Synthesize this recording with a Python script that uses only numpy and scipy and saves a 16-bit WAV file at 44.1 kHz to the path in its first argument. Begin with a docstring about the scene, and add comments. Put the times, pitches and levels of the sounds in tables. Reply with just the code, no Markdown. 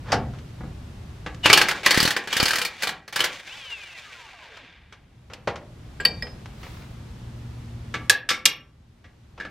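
"""Impact wrench in a garage

A cordless impact wrench hammers a suspension nut in short bursts, close by, then spins free and coasts down.
Random contact noise and decaying sine tones make the metal; gear tones and tooth noise make the motor.
Tools are handled and set down, a spanner comes off with a clink, and steel hardware clacks against the hub.
A low room rumble lies under it all; the hardest blows overload the microphone."""
import sys
import numpy as np
from scipy import signal
from scipy.fft import rfft, irfft
from scipy.io import wavfile
from scipy.ndimage import uniform_filter1d

SR = 44100
rng = np.random.default_rng(int(sys.argv[2]) if len(sys.argv) > 2 else 0)


def generate_wav(signal):
    """Clip the signal to [-1, 1] and save it as 16-bit WAV at the path in sys.argv[1]."""
    frames = np.transpose(np.atleast_2d(signal))
    scaled = np.clip(frames, -1, 1) * 32767
    pcm = np.round(scaled).astype(np.int16)
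    wavfile.write(sys.argv[1], SR, pcm)


N = 418950
TIME = np.arange(N) / SR


def amp(db):
    """Turns decibels into a gain."""
    return 10 ** (np.asarray(db) / 20)


def unit(x):
    """Scales a signal to an average strength (rms) of 1."""
    return x / np.sqrt(np.mean(x ** 2) + 1e-20)


def read(points, hz):
    """Reads a table by frequency, on a logarithmic axis as the ear hears pitch."""
    f, value = np.transpose(points)
    return np.interp(np.log(hz + 1), np.log(f + 1), value)


def bump(hz, centre_hz, octaves):
    """Draws a bell curve around one frequency, on a logarithmic axis."""
    distance = np.log2((hz + 1) / (centre_hz + 1))
    return np.exp(-(distance / octaves) ** 2)


def swell(rows):
    """Makes a gain over time from rows that start with s and end with dB; silent outside them."""
    rows = np.array(rows)
    s, db = rows[:, 0], rows[:, -1]
    inside = np.interp(TIME, s, np.ones(len(rows)), 0, 0)
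    return inside * amp(np.interp(TIME, s, db))


def add(mix, s, sound):
    """Lays a sound into the mix at time s."""
    part = mix[:, round(s * SR):][:, :sound.shape[1]]
    part += sound[:, :part.shape[1]]


def colour(x, spectrum, tilt=0):
    """Gives x a spectrum, tilted in dB per octave above 200 Hz, at rms 1."""
    hz = np.fft.rfftfreq(x.shape[1], 1 / SR)
    db = read(spectrum, hz) + tilt * np.log2(np.maximum(hz, 200))
    return unit(irfft(rfft(x) * amp(db), x.shape[1]))


def noise(spectrum, tilt=0, size=N):
    """Makes two unrelated coloured noises: mid (centre) and side (left minus right)."""
    return colour(rng.standard_normal((2, size)), spectrum, tilt)


def drift(per_s):
    """Wanders at random with rms 1, through per_s new values each second."""
    knots = rng.standard_normal(2000)
    return unit(np.interp(TIME * per_s, np.arange(len(knots)), knots))


def widen(pair, width):
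    """Sets how strong the side is at each frequency."""
    gain = amp(read(width, np.fft.rfftfreq(N, 1 / SR)))
    return np.array([pair[0], irfft(rfft(pair[1]) * gain, N)])


def strike(crack, tilt, t60, hold, modes=(), favoured_hz=0, muted_hz=0, ring_db=0, favour_db=7,
           mute_octaves=.1, spread=0.19):
    """Rough contact makes a crack coloured by the body's own tones (modes), which ring on and beat."""
    t, hz = np.arange(SR // 2) / SR, np.fft.rfftfreq(SR // 2, 1 / SR)
    # full strength for hold seconds, then 60 dB weaker after each t60
    chatter = noise(crack, tilt, size=len(t)) * amp(-60 * np.maximum(t - hold, 0) / t60)
    width_hz, resonance = 60, 0.66  # how broadly and how strongly the modes colour the crack
    beat_depth, mute_db = .45, 15
    body, ring = np.ones(len(hz), complex), 0 * t
    for mode_hz, db, ring_t60 in modes:
        # a mode struck near its still point stays quiet
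        db = db - mute_db * bump(mode_hz, muted_hz, mute_octaves)
        body += resonance * amp(db / 2) / (1 + 2j * (hz - mode_hz) / width_hz)
        phase, luck = rng.random((2, 2, 1))
        height = (0.83 + luck / 2) * amp(ring_db + db + tilt * np.log2(mode_hz / 3000))
        # close pairs of modes beat
        beat = 1 + beat_depth * np.cos(2 * np.pi * rng.uniform(5.7, 33) * t)
        tone = np.sin(2 * np.pi * (mode_hz * t + phase))
        ring = ring + height * beat * amp(-60 * t / ring_t60) * tone
    # an extra early ring dies fast, damped while the parts still touch
    prompt_db, prompt_s = 1, 0.0065
    ring = ring * (1 + amp(prompt_db) * np.exp(-t / prompt_s))
    # the place of contact brings out one region of tones
    favour = amp(favour_db * bump(hz, favoured_hz, spread))
    sound = irfft((rfft(chatter) * body + rfft(ring)) * favour, len(t))
    soft_start = np.sin(np.pi / 2 * np.minimum(t / 0.0014, 1)) ** 2
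    damped_end = np.minimum(2 - 2 * t / t[-1], 1) ** 2
    sound *= soft_start * damped_end
    return sound * np.linalg.norm(chatter) / np.linalg.norm(sound)


def hits(rows, crack, hold, modes=(), **contact):
    """Plays a table of blows on one body."""
    out = np.zeros((2, N))
    for s, db, tilt, t60, *place in rows:
        add(out, s, amp(db) * strike(crack, tilt, t60, hold, modes, *place, **contact))
    return out


# two stretches when the background sinks and swells back:
# (time [s], depth [dB], time from start to recovery [s], recovery [dB per s])
DIPS = [(1.445, 20.5, 3.03, 13), (8.065, 14.5, 0.65, 7)]


def dips():
    """Makes the background's gain: it sinks quickly, stays low, and climbs back at a steady rate."""
    sink_s = 0.096
    db = np.zeros(N)
    for s, depth_db, hold, db_per_s in DIPS:
        corners = [s, s + sink_s, s + hold, s + hold + depth_db / db_per_s]
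        db -= np.interp(TIME, corners, [0, depth_db, depth_db, 0])
    return amp(db)


# colour of the room rumble, shared by the shudder: (frequency [Hz], level [dB])
RUMBLE = [(12, -37), (20, -17), (65, -1.5), (113, -5), (210, -13.5), (241, -15.5), (277, -19.5), (310, -19),
          (499, -27), (780, -29), (1610, -34), (3440, -37.5), (6010, -43.5), (13900, -55.5), (16000, -73.5)]
# steady low hum: (time [s], level [dB])
HUM = [(0, -43.5), (1.4, -47), (6.6, -48.5), (7.6, -37), (8.06, -38.5), (9.5, -52.5)]


def room_air(rumble_db=-40, hum_hz=117.3, octave_db=-11):
    """Filtered noise makes rumble and hiss; two sines an octave apart make a steady low hum."""
    low = np.sin(2 * np.pi * hum_hz * TIME)
    high = np.sin(2 * np.pi * 2 * hum_hz * TIME)
    air = amp(rumble_db) * noise(RUMBLE)
    air[0] += swell(HUM) * (low + amp(octave_db) * high)
    return dips() * air


# low shudder while the socket is worked onto the nut: (time [s], level [dB])
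SHUDDER = [(0, -45), (.15, -35), (.32, -36.5), (.42, -54), (.68, -35.5), (.9, -60)]


def shudder():
    """Worked onto the nut, the socket stirs a low noise that swells and fades."""
    return swell(SHUDDER) * noise(RUMBLE, tilt=-6.5)


# the socket sliding on: (time [s], level [dB])
SCRAPE = [(.03, -61), (.085, -39), (.118, -34.5), (.13, -51)]
# colour of a dull crack, shared by the arm and the handled tools: (frequency [Hz], level [dB])
KNOCK_CRACK = [(47, -33.5), (80, -11), (339, -6.5), (471, -2.5), (731, -5), (1060, -5.5), (1570, -7),
               (2040, -10.5), (3860, -20), (5980, -26.5), (15000, -61.5)]
# tones of the suspension arm: (frequency [Hz], level [dB], time to fall 60 dB [s])
ARM_MODES = [(136, -5, 0.6), (243, 1, 0.33), (732, -3, 0.23), (894, -6.5, 0.22), (1244, -4, 0.19),
             (1452, -3.5, 0.082), (1664, -2.5, 0.22), (1960, -6, .27)]
# the socket pushed home on the nut: (time [s], level [dB], tilt [dB per octave],
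# time for the crack to fall 60 dB [s], favoured frequency [Hz])
SHOVES = [(.119, -19, 5, 0.12, 5050), (.127, -15.5, .5, .11, 740), (.145, -22, -5.5, 0.29, 405),
          (.19, -29.5, -16, 0.29, 245.3), (.607, -37, -3, 0.092, 740), (.635, -33.5, -5, 0.21, 470.5)]


def suspension_arm():
    """The socket scrapes on as noise; each shove makes the suspension arm crack and ring."""
    shoves = hits(SHOVES, KNOCK_CRACK, hold=0.003, modes=ARM_MODES, ring_db=-16.5)
    return shoves + swell(SCRAPE) * noise(KNOCK_CRACK)


# tools being handled and set down, and dull low thuds under the spanner's clinks and the hub's clacks: (time
# [s], level [dB], tilt [dB per octave], time for the crack to fall 60 dB [s])
KNOCKS = [(.335, -47, 2, 0.17), (.386, -46.5, 4.5, 0.069), (1.345, -43.5, 6.5, 0.039),
          (3.328, -40, 7.5, 0.065), (4.57, -41, 3.5, 0.051), (4.924, -41.5, 2.5, 0.1),
          (5.299, -43.5, -0.5, 0.35), (5.334, -34.5, 6, 0.047), (5.473, -20, -0.5, 0.11),
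          (5.557, -33.5, 1.5, 0.081), (6.056, -30.5, -7, 0.29), (6.228, -40, -5.5, 0.37),
          (6.457, -38.5, 2.5, 0.041), (6.63, -40, 2.5, 0.15), (6.665, -39.5, 0.5, 0.048),
          (6.82, -47.5, 2.5, 0.093), (8.097, -24.5, 0.5, 0.13), (8.457, -37, -3.5, 0.22),
          (9.377, -40.5, -0.5, 0.14)]


def dull_knocks():
    """Dull knocks: short bursts of contact noise with no ringing tones."""
    return hits(KNOCKS, KNOCK_CRACK, hold=0.0021)


# colour of the hub's first crack: (frequency [Hz], level [dB])
HUB_CRACK = [(88, -53), (150, -32.5), (759, -14.5), (888, -17.5), (1040, -21.5), (1140, -7), (1340, -12),
             (1630, -2), (2360, 0), (4670, -2), (7920, -7), (12200, -21), (13200, -11), (16000, -59.5)]
# tones of the hub: (frequency [Hz], level [dB], time to fall 60 dB [s])
HUB_MODES = [(1157, -8, .4), (1337, 0, .28), (1570, -10, .17), (1690, -5, .25), (2220, 0, .22),
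             (2821, -2, .15), (3397, -9, .23), (3644, -5, .24), (4420, -9, .2), (5060, -8, .22),
             (5545, -12, .3), (5785, -9, .24), (6438, -7, .15), (9060, -12, .2), (12910, -11, .22)]
# steel hardware against the hub and the tool: (time [s], level [dB], tilt [dB per octave],
# time for the crack to fall 60 dB [s], favoured frequency [Hz], muted frequency [Hz],
# ring level [dB], favour [dB])
CLACKS = [(1.262, -28.5, -10.5, 0.11, 1900, 1010, -36.5, 3), (7.940, -24, -8.5, 0.12, 1410, 2900, -20, -2),
          (8.096, -6, 2.5, .048, 1640, 1140, -34, 16.5), (8.289, -19.5, -2.5, 0.17, 5200, 2700, -27, 7),
          (8.303, -17.5, -2.5, 0.066, 3600, 2800, -12, 8), (8.312, -22, -8.5, 0.08, 2200, 2800, -21, 13.5),
          (8.454, -8.5, 3.5, 0.034, 5600, 2400, -25, 5), (8.458, -10, 0.5, 0.036, 3530, 1890, -31, 7),
          (9.041, -49, -9, .17, 1950, 1250, -23, 7), (9.400, -29.5, -9, 0.16, 1670, 1200, -17.5, 11),
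          (9.450, -31.5, -10.5, .091, 1580, 1130, -24, 8.5)]


def hub_clacks():
    """Steel parts knock together: a crack, then the hub's tones ring on."""
    return hits(CLACKS, HUB_CRACK, hold=0.0025, modes=HUB_MODES, spread=.15, mute_octaves=.15)


FREE_S, STOP_S = 3.44, 4.82  # the free run starts; the shaft stops


def free_speed():
    """Turns per second with the nut free: an even spin-up, then a coast against dry friction and air drag."""
    start_turns_per_s, spin_up_turns_per_s2 = 140, 1250
    friction_turns_per_s2 = 165
    equal_turns_per_s = 224  # speed at which air drag equals the dry friction
    spin_up = start_turns_per_s + spin_up_turns_per_s2 * (TIME - FREE_S)
    # constant friction plus drag that grows with speed squared gives a tangent
    time_left = STOP_S - np.clip(TIME, FREE_S, STOP_S)
    coast = equal_turns_per_s * np.tan(time_left * friction_turns_per_s2 / equal_turns_per_s)
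    return uniform_filter1d(np.clip(spin_up, 0, coast), size=1500)


def free_gain(speed, rest_db, top_db):
    """In the free run loudness follows speed, with an extra fade near the end."""
    attack_s, fade_s, fade_db_per_s = 0.034, 4.65, 47
    attack = np.clip((TIME - FREE_S) / attack_s, 0, 1)
    db = rest_db + (top_db - rest_db) * speed / speed.max()
    return attack * amp(db - fade_db_per_s * np.maximum(TIME - fade_s, 0))


# gear and bearing tones: (multiple of the shaft speed, level near rest [dB], level at top speed [dB])
GEAR_ORDERS = [(4, -18, -14), (9, -4, -15), (10.4, -25, -15), (12, -17, 2.5), (15, -15, -7),
               (16.4, -16, -12), (21, -19, -17), (24, -20, -19), (29, -19, -19), (36, -20, -20)]
# how strongly the tool housing passes each tone: (frequency [Hz], level [dB])
HOUSING = [(100, -26), (450, -16), (1100, -12), (1500, -16), (2000, -10), (2300, -9), (2550, -2), (2800, 1),
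           (3000, -1), (3250, -11), (3500, -8), (3800, -16), (9000, -28)]


def whine(hz, gain):
    """Gear tones, each fluttering on its own, sweep through the housing's resonance."""
    flutter_db, flutter_per_s = 4, 45
    slip_turns, slips_per_s = .1, 150
    on, out = (gain > 0) & (TIME < STOP_S), np.zeros((2, N))
    turns, pace = np.cumsum(hz)[on] / SR, hz[on] / hz.max()
    for k, rest_db, top_db in GEAR_ORDERS:
        db = rest_db + (top_db - rest_db) * pace + read(HOUSING, k * hz[on])
        db = db + flutter_db * drift(flutter_per_s)[on]
        slip = slip_turns * drift(slips_per_s)[on]
        out[:, on] += amp(db) * np.sin(2 * np.pi * (k * turns + slip + rng.random((2, 1))))
    return gain * out


# trigger pulls: (motor start time [s], first blow time [s], let-go time [s],
# gear rattle level [dB], release [dB per s])
PULLS = [(1.432, 1.447, 1.6, -20.5, 78), (1.832, 1.862, 2, -22.5, 75), (2.286, 2.332, 3, -28.5, 33),
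         (2.774, 2.829, 2.84, -32.5, 148), (3.128, 3.165, 3.35, -33.5, 108)]


def loaded_rattle():
    """Makes the rattle's gain under load: a swell to the first blow, an easing hold, then a release."""
    swell_db, ease_db_per_s = 15.5, 34.5
    gain = np.zeros(N)
    for start, first_blow, let_go, db, release_db_per_s in PULLS:
        rise = np.interp(TIME, [start, first_blow], [-swell_db, 0])
        ease = ease_db_per_s * (np.clip(TIME, first_blow, let_go) - first_blow)
        release = release_db_per_s * np.maximum(TIME - let_go, 0)
        # each new pull takes over from the one before
        gain = np.where(TIME > start, amp(db + rise - ease - release), gain)
    return gain


# resonances of the tool's case: (frequency [Hz], width [Hz], boost [dB])
CASE_RESONANCES = [(1600, 94, 8.9), (2330, 230, 5.5), (2780, 120, 2.5), (3570, 240, 3.6)]
# overall colour of the rattle: (frequency [Hz], level [dB])
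GEAR_COLOUR = [(100, -18), (250, -15.5), (450, -11), (700, -8), (1000, -8), (1600, -7), (1950, -2.5),
               (2400, -5), (3400, -6), (4500, -10), (7000, -16.5), (9500, -26.5), (15000, -36)]


def rattle(hz):
    """Gear teeth chatter much the same on each turn and ring the case; they dull at low shaft speeds."""
    repeat = .45  # share of the last turn heard again
    lurch_db, lurches_per_s = 1.6, 55
    treble_hz, full_turns_per_s = 4460, 137  # the treble weakens below this shaft speed
    grain_db = 2.0 * unit(uniform_filter1d(rng.standard_normal(N), size=90))
    grains = amp(grain_db + lurch_db * drift(lurches_per_s))
    teeth = rng.standard_normal((2, N)) * grains
    turn_ago = TIME - 1 / np.maximum(hz, 20)
    teeth = teeth + repeat * np.array([np.interp(turn_ago, TIME, channel) for channel in teeth])
    bins = np.fft.rfftfreq(N, 1 / SR)
    case_db = sum(db / (1 + (2 * (bins - centre) / width) ** 2) for centre, width, db in CASE_RESONANCES)
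    bright = colour(irfft(rfft(teeth) * amp(case_db), N), GEAR_COLOUR)
    dull = signal.sosfiltfilt(signal.butter(2, treble_hz, fs=SR, output="sos"), bright)
    return dull + np.minimum(hz / full_turns_per_s, 1) * (bright - dull)


# the motor's first surge, sagging against the tight nut:
# (time [s], shaft speed before a slight waver [turns per s], whine level [dB])
SURGE = [(1.428, 240, -45), (1.44, 245, -22), (1.495, 220, -20.5), (1.6, 185, -55)]


def motor():
    """Shaft speed drives whine and rattle, first under load, then running free."""
    waver, wavers_per_s = .002, 50
    whine_db = -36
    rattle_rest_db, rattle_top_db = -48, -43
    s, surge, _ = np.transpose(SURGE)
    free = free_speed()
    hz = np.where(TIME < FREE_S, np.interp(TIME, s, surge), free)
    hz = hz * (1 + waver * drift(wavers_per_s))
    # the free whine vanishes below 10 turns per second
    whine_gain = swell(SURGE) + free_gain(free, whine_db, whine_db) * np.clip(free / 10, 0, 1)
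    rattle_gain = loaded_rattle() + free_gain(free, rattle_rest_db, rattle_top_db)
    return whine(hz, whine_gain) + rattle_gain * rattle(hz)


# colour of the socket's first crack: (frequency [Hz], level [dB])
SOCKET_CRACK = [(25, -17), (60, -10.5), (130, -6.5), (260, -5), (400, 0), (700, -2), (1300, 1.5),
                (1600, -1.5), (2100, 0.5), (3000, 0.5), (4600, -1.5), (6400, -7), (12500, -16.5),
                (16000, -21)]
# tones of the struck socket: (frequency [Hz], level [dB], time to fall 60 dB [s])
SOCKET_MODES = [(857, -11, .2), (1150, -12, .2), (1333, -10, .3), (1580, -1, .22), (1686, -2, .25),
                (1824, -4, .2), (1928, 0, .25), (2270, -1, .3), (2410, -2, .25), (2918, -6, .2),
                (3033, -1, .2), (4339, -3, .2), (4605, -2, .15), (4980, -6, .12), (5110, -7, .12)]
# hammer blows, and a faint gear clunk before the last burst:
# (time [s], level relative to the hammer's overall level [dB],
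# favoured frequency [Hz], tilt [dB per octave])
BLOWS = [(1.457, -0.5, 2700, -2), (1.499, 0, 2240, -2.5), (1.529, 5, 4500, 1.5), (1.532, 4.5, 2880, 1.5),
         (1.574, -1.5, 1610, 1), (1.613, -3.5, 1630, 0), (1.685, -9, 2100, 0.5), (1.71, -12.5, 1520, -1.5),
         (1.831, -21, 2230, -2), (1.861, -2.5, 1860, 0.5), (1.907, -4.5, 1950, 1), (1.943, -9, 1680, 0.5),
         (1.973, -6.5, 1900, 1), (2.001, -6, 4700, 1.5), (2.027, -9, 1530, 3), (2.052, -9, 4170, 1),
         (2.075, -10.5, 1650, 1), (2.105, -10.5, 1730, 1), (2.164, -10.5, 1670, -1),
         (2.273, -20.5, 1580, -1), (2.327, -11.5, 3140, 0), (2.366, -10.5, 1590, 2.5),
         (2.399, -7.5, 4640, -1), (2.427, -10, 1540, 2.5), (2.455, -8.5, 4800, 1), (2.481, -10.5, 1620, 2),
         (2.506, -10.5, 1580, 1), (2.532, -11, 1560, 0), (2.556, -12.5, 1910, 2.5),
         (2.583, -13.5, 1600, 1.5), (2.615, -13, 1550, 1.5), (2.649, -13.5, 2160, 2.5),
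         (2.822, -17, 2090, 2), (2.832, -13, 1550, 1), (2.871, -14, 3800, 0), (2.889, -17, 1610, -0.5),
         (3.078, -28.5, 1840, -0.5), (3.125, -22, 1980, -0.5), (3.159, -11, 1580, 1),
         (3.191, -15, 2000, -1), (3.203, -8, 3220, 0.5), (3.24, -9.5, 1550, 1)]


def hammer(t60=0.084, level_db=-8.5):
    """The hammer slams the anvil and the socket rings; the cracks of harder blows die away faster."""
    hard_db, shorten_per_db = -6, .06  # above this table level the crack dies faster, by this share per dB
    out = np.zeros((2, N))
    for s, db, favoured_hz, tilt in BLOWS:
        short_t60 = t60 / (1 + shorten_per_db * max(db - hard_db, 0))
        blow = strike(SOCKET_CRACK, tilt, short_t60, 0.0037, SOCKET_MODES, favoured_hz,
                      ring_db=-20, favour_db=7.5)
        add(out, s, amp(db + level_db) * blow)
    return out


# low thumps under some blows: (time [s], level before an uneven cut per channel [dB])
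THUMPS = [(1.9759, -1), (2.004, -9.5), (2.029, -5), (2.052, -6.5), (2.077, -10.5), (2.365, -17.5),
          (2.4, -17), (2.429, -3)]


def thumps():
    """A low push and a slower rebound jolt each microphone port a little differently."""
    length, rebound = 0.0006, 0.91  # time scale of the push [s]; pace of the rebound against the push
    uneven_db, lag_s = 1.5, 0.00071  # the lag of one channel varies by half either way
    out, t = np.zeros((2, N)), np.arange(SR // 20) / SR
    for s, db in THUMPS:
        late, strength = rng.random((2, 2, 1))
        # one channel, picked at random, comes later
        lag = lag_s * rng.permutation([0, 1])[:, None] * (.5 + late)
        u = np.maximum(t - lag, 0) / length
        push = u * (rebound ** 2 * np.exp(-u * rebound) - np.exp(-u))
        add(out, s, amp(db + uneven_db * (2 * strength - 4.5)) * push / abs(push).max())
    return out


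# colour of the spanner's first crack: (frequency [Hz], level [dB])
SPANNER_CRACK = [(150, -35), (400, -15.5), (1000, -9.5), (1900, -1.5), (3000, 7), (3800, -3), (4600, 8.5),
                 (5800, -14), (9000, -19), (15000, -20)]
# tones of the spanner: (frequency [Hz], level [dB], time to fall 60 dB [s])
SPANNER_MODES = [(1626, -15, .25), (1905, -1, .13), (2358, -9, .32), (3198, -12, .18), (3671, -16, .33),
                 (4587, 0, .32), (5087, -2, .26), (7690, -17, .14), (9060, -15, .12), (11200, -10, .1),
                 (13540, -12, .1)]
# the spanner coming off: (time [s], level [dB], tilt [dB per octave],
# time for the crack to fall 60 dB [s], favoured frequency [Hz], muted frequency [Hz],
# ring level [dB], favour [dB])
CLINKS = [(6.0, -29, -11, 0.2, 1605, 4750, -11, 16), (6.004, -41.5, 1, .06, 7480, 4750, -13, 30),
          (6.0505, -10.5, -2, 0.047, 4590, 4860, -7, 6), (6.223, -25.5, -6, 0.036, 5130, 4500, 2, 9.5),
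          (6.268, -39, -9, 0.081, 5300, 4500, -11, 13)]


def spanner_clinks():
    """The spanner is pulled off: each contact cracks and the steel rings."""
    return hits(CLINKS, SPANNER_CRACK, hold=.005, modes=SPANNER_MODES, spread=.06, mute_octaves=.08)


# colour of the cloth: (frequency [Hz], level [dB])
SLEEVE_COLOUR = [(200, -20), (1200, 6), (4000, 1), (8000, -12), (15000, -13)]
# a sleeve brushing past: (time [s], level [dB])
SLEEVE = [(6.45, -77), (6.65, -48.5), (6.8, -52.5), (6.95, -64)]


def sleeve():
    """Cloth slides with a smooth hiss and catches in uneven, duller grains."""
    grain_db, catches_per_s = 6.0, 110
    slide_db, catch_db = -3, -5
    catches = amp(grain_db * (drift(catches_per_s) - 0.5)) * noise(SLEEVE_COLOUR, tilt=-6)
    slide = noise(SLEEVE_COLOUR, tilt=1)
    return swell(SLEEVE) * (amp(slide_db) * slide + amp(catch_db) * catches)


# how long the room rings: (frequency [Hz], time to fall 60 dB [s])
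GARAGE = [(120, 0.89), (400, 0.61), (1000, .38), (2800, 0.28), (7000, 0.11), (14000, 0.12)]


def garage(x, build=0.0025):
    """Dense reflections build up quickly (build in s) and mostly die sooner in the treble."""
    hz, t, z = signal.stft(rng.standard_normal((2, SR)), SR, nperseg=256)
    decay = amp(-60 * t / read(GARAGE, hz)[:, None])
    tail = signal.istft(z * decay * (1 - np.exp(-t / build)), SR)[1]
    return signal.fftconvolve(x, tail / np.linalg.norm(tail[0]), axes=1)[:, :N]


# gain of the side signal for the work: (frequency [Hz], level [dB])
WIDTH = [(60, -23.5), (240, -23.5), (950, -24.5), (1890, -20), (3770, -11.5), (15000, 1)]
# gain of the side signal for the background: (frequency [Hz], level [dB])
AIR_WIDTH = [(60, -45.5), (130, -29.5), (290, -7), (640, -3.5), (15000, -2.5)]


def scene():
    """Mixes all sources as mid and side, adds the room's echo, then spreads them to left and right."""
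    background = room_air() + shudder() + sleeve()
    arm, knocks, hub = suspension_arm(), dull_knocks(), hub_clacks()
    wrench, spanner = hammer(), spanner_clinks()
    sent = amp(-9.5) * (wrench + hub) + amp(-19) * spanner + amp(-12) * arm + amp(-11.0) * knocks
    work = wrench + spanner + hub + arm + knocks + garage(sent) + motor()
    mid, side = widen(work, WIDTH) + widen(background, AIR_WIDTH)
    balance = amp([[.15], [-.15]])  # left a touch louder
    return np.array([mid + side, mid - side]) * balance + thumps()


def record(dry, threshold_db=-7, squeeze=0.43, recovery_db_per_s=120):
    """A limiter turns loud moments down, remaining peaks clip at full scale, then the top treble is cut."""
    # short running average of the power, over about 80 samples
    power = signal.lfilter([1 / 80], [1, 1 / 80 - 1], (dry ** 2).mean(0))
    # the tracked level jumps up at once and sinks at the recovery rate
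    fall = recovery_db_per_s * TIME
    level_db = np.maximum.accumulate(10 * np.log10(power + 1e-12) + fall) - fall
    over_db = np.maximum(level_db - threshold_db, 0)
    clipped = np.clip(dry * amp(-squeeze * over_db), -1, 1)
    edge_hz = 16000
    low_pass = signal.firwin(255, edge_hz, window=("kaiser", 8), fs=SR)
    return signal.oaconvolve(clipped, low_pass[None], "same")


dry = scene()
out = record(dry)
generate_wav(out)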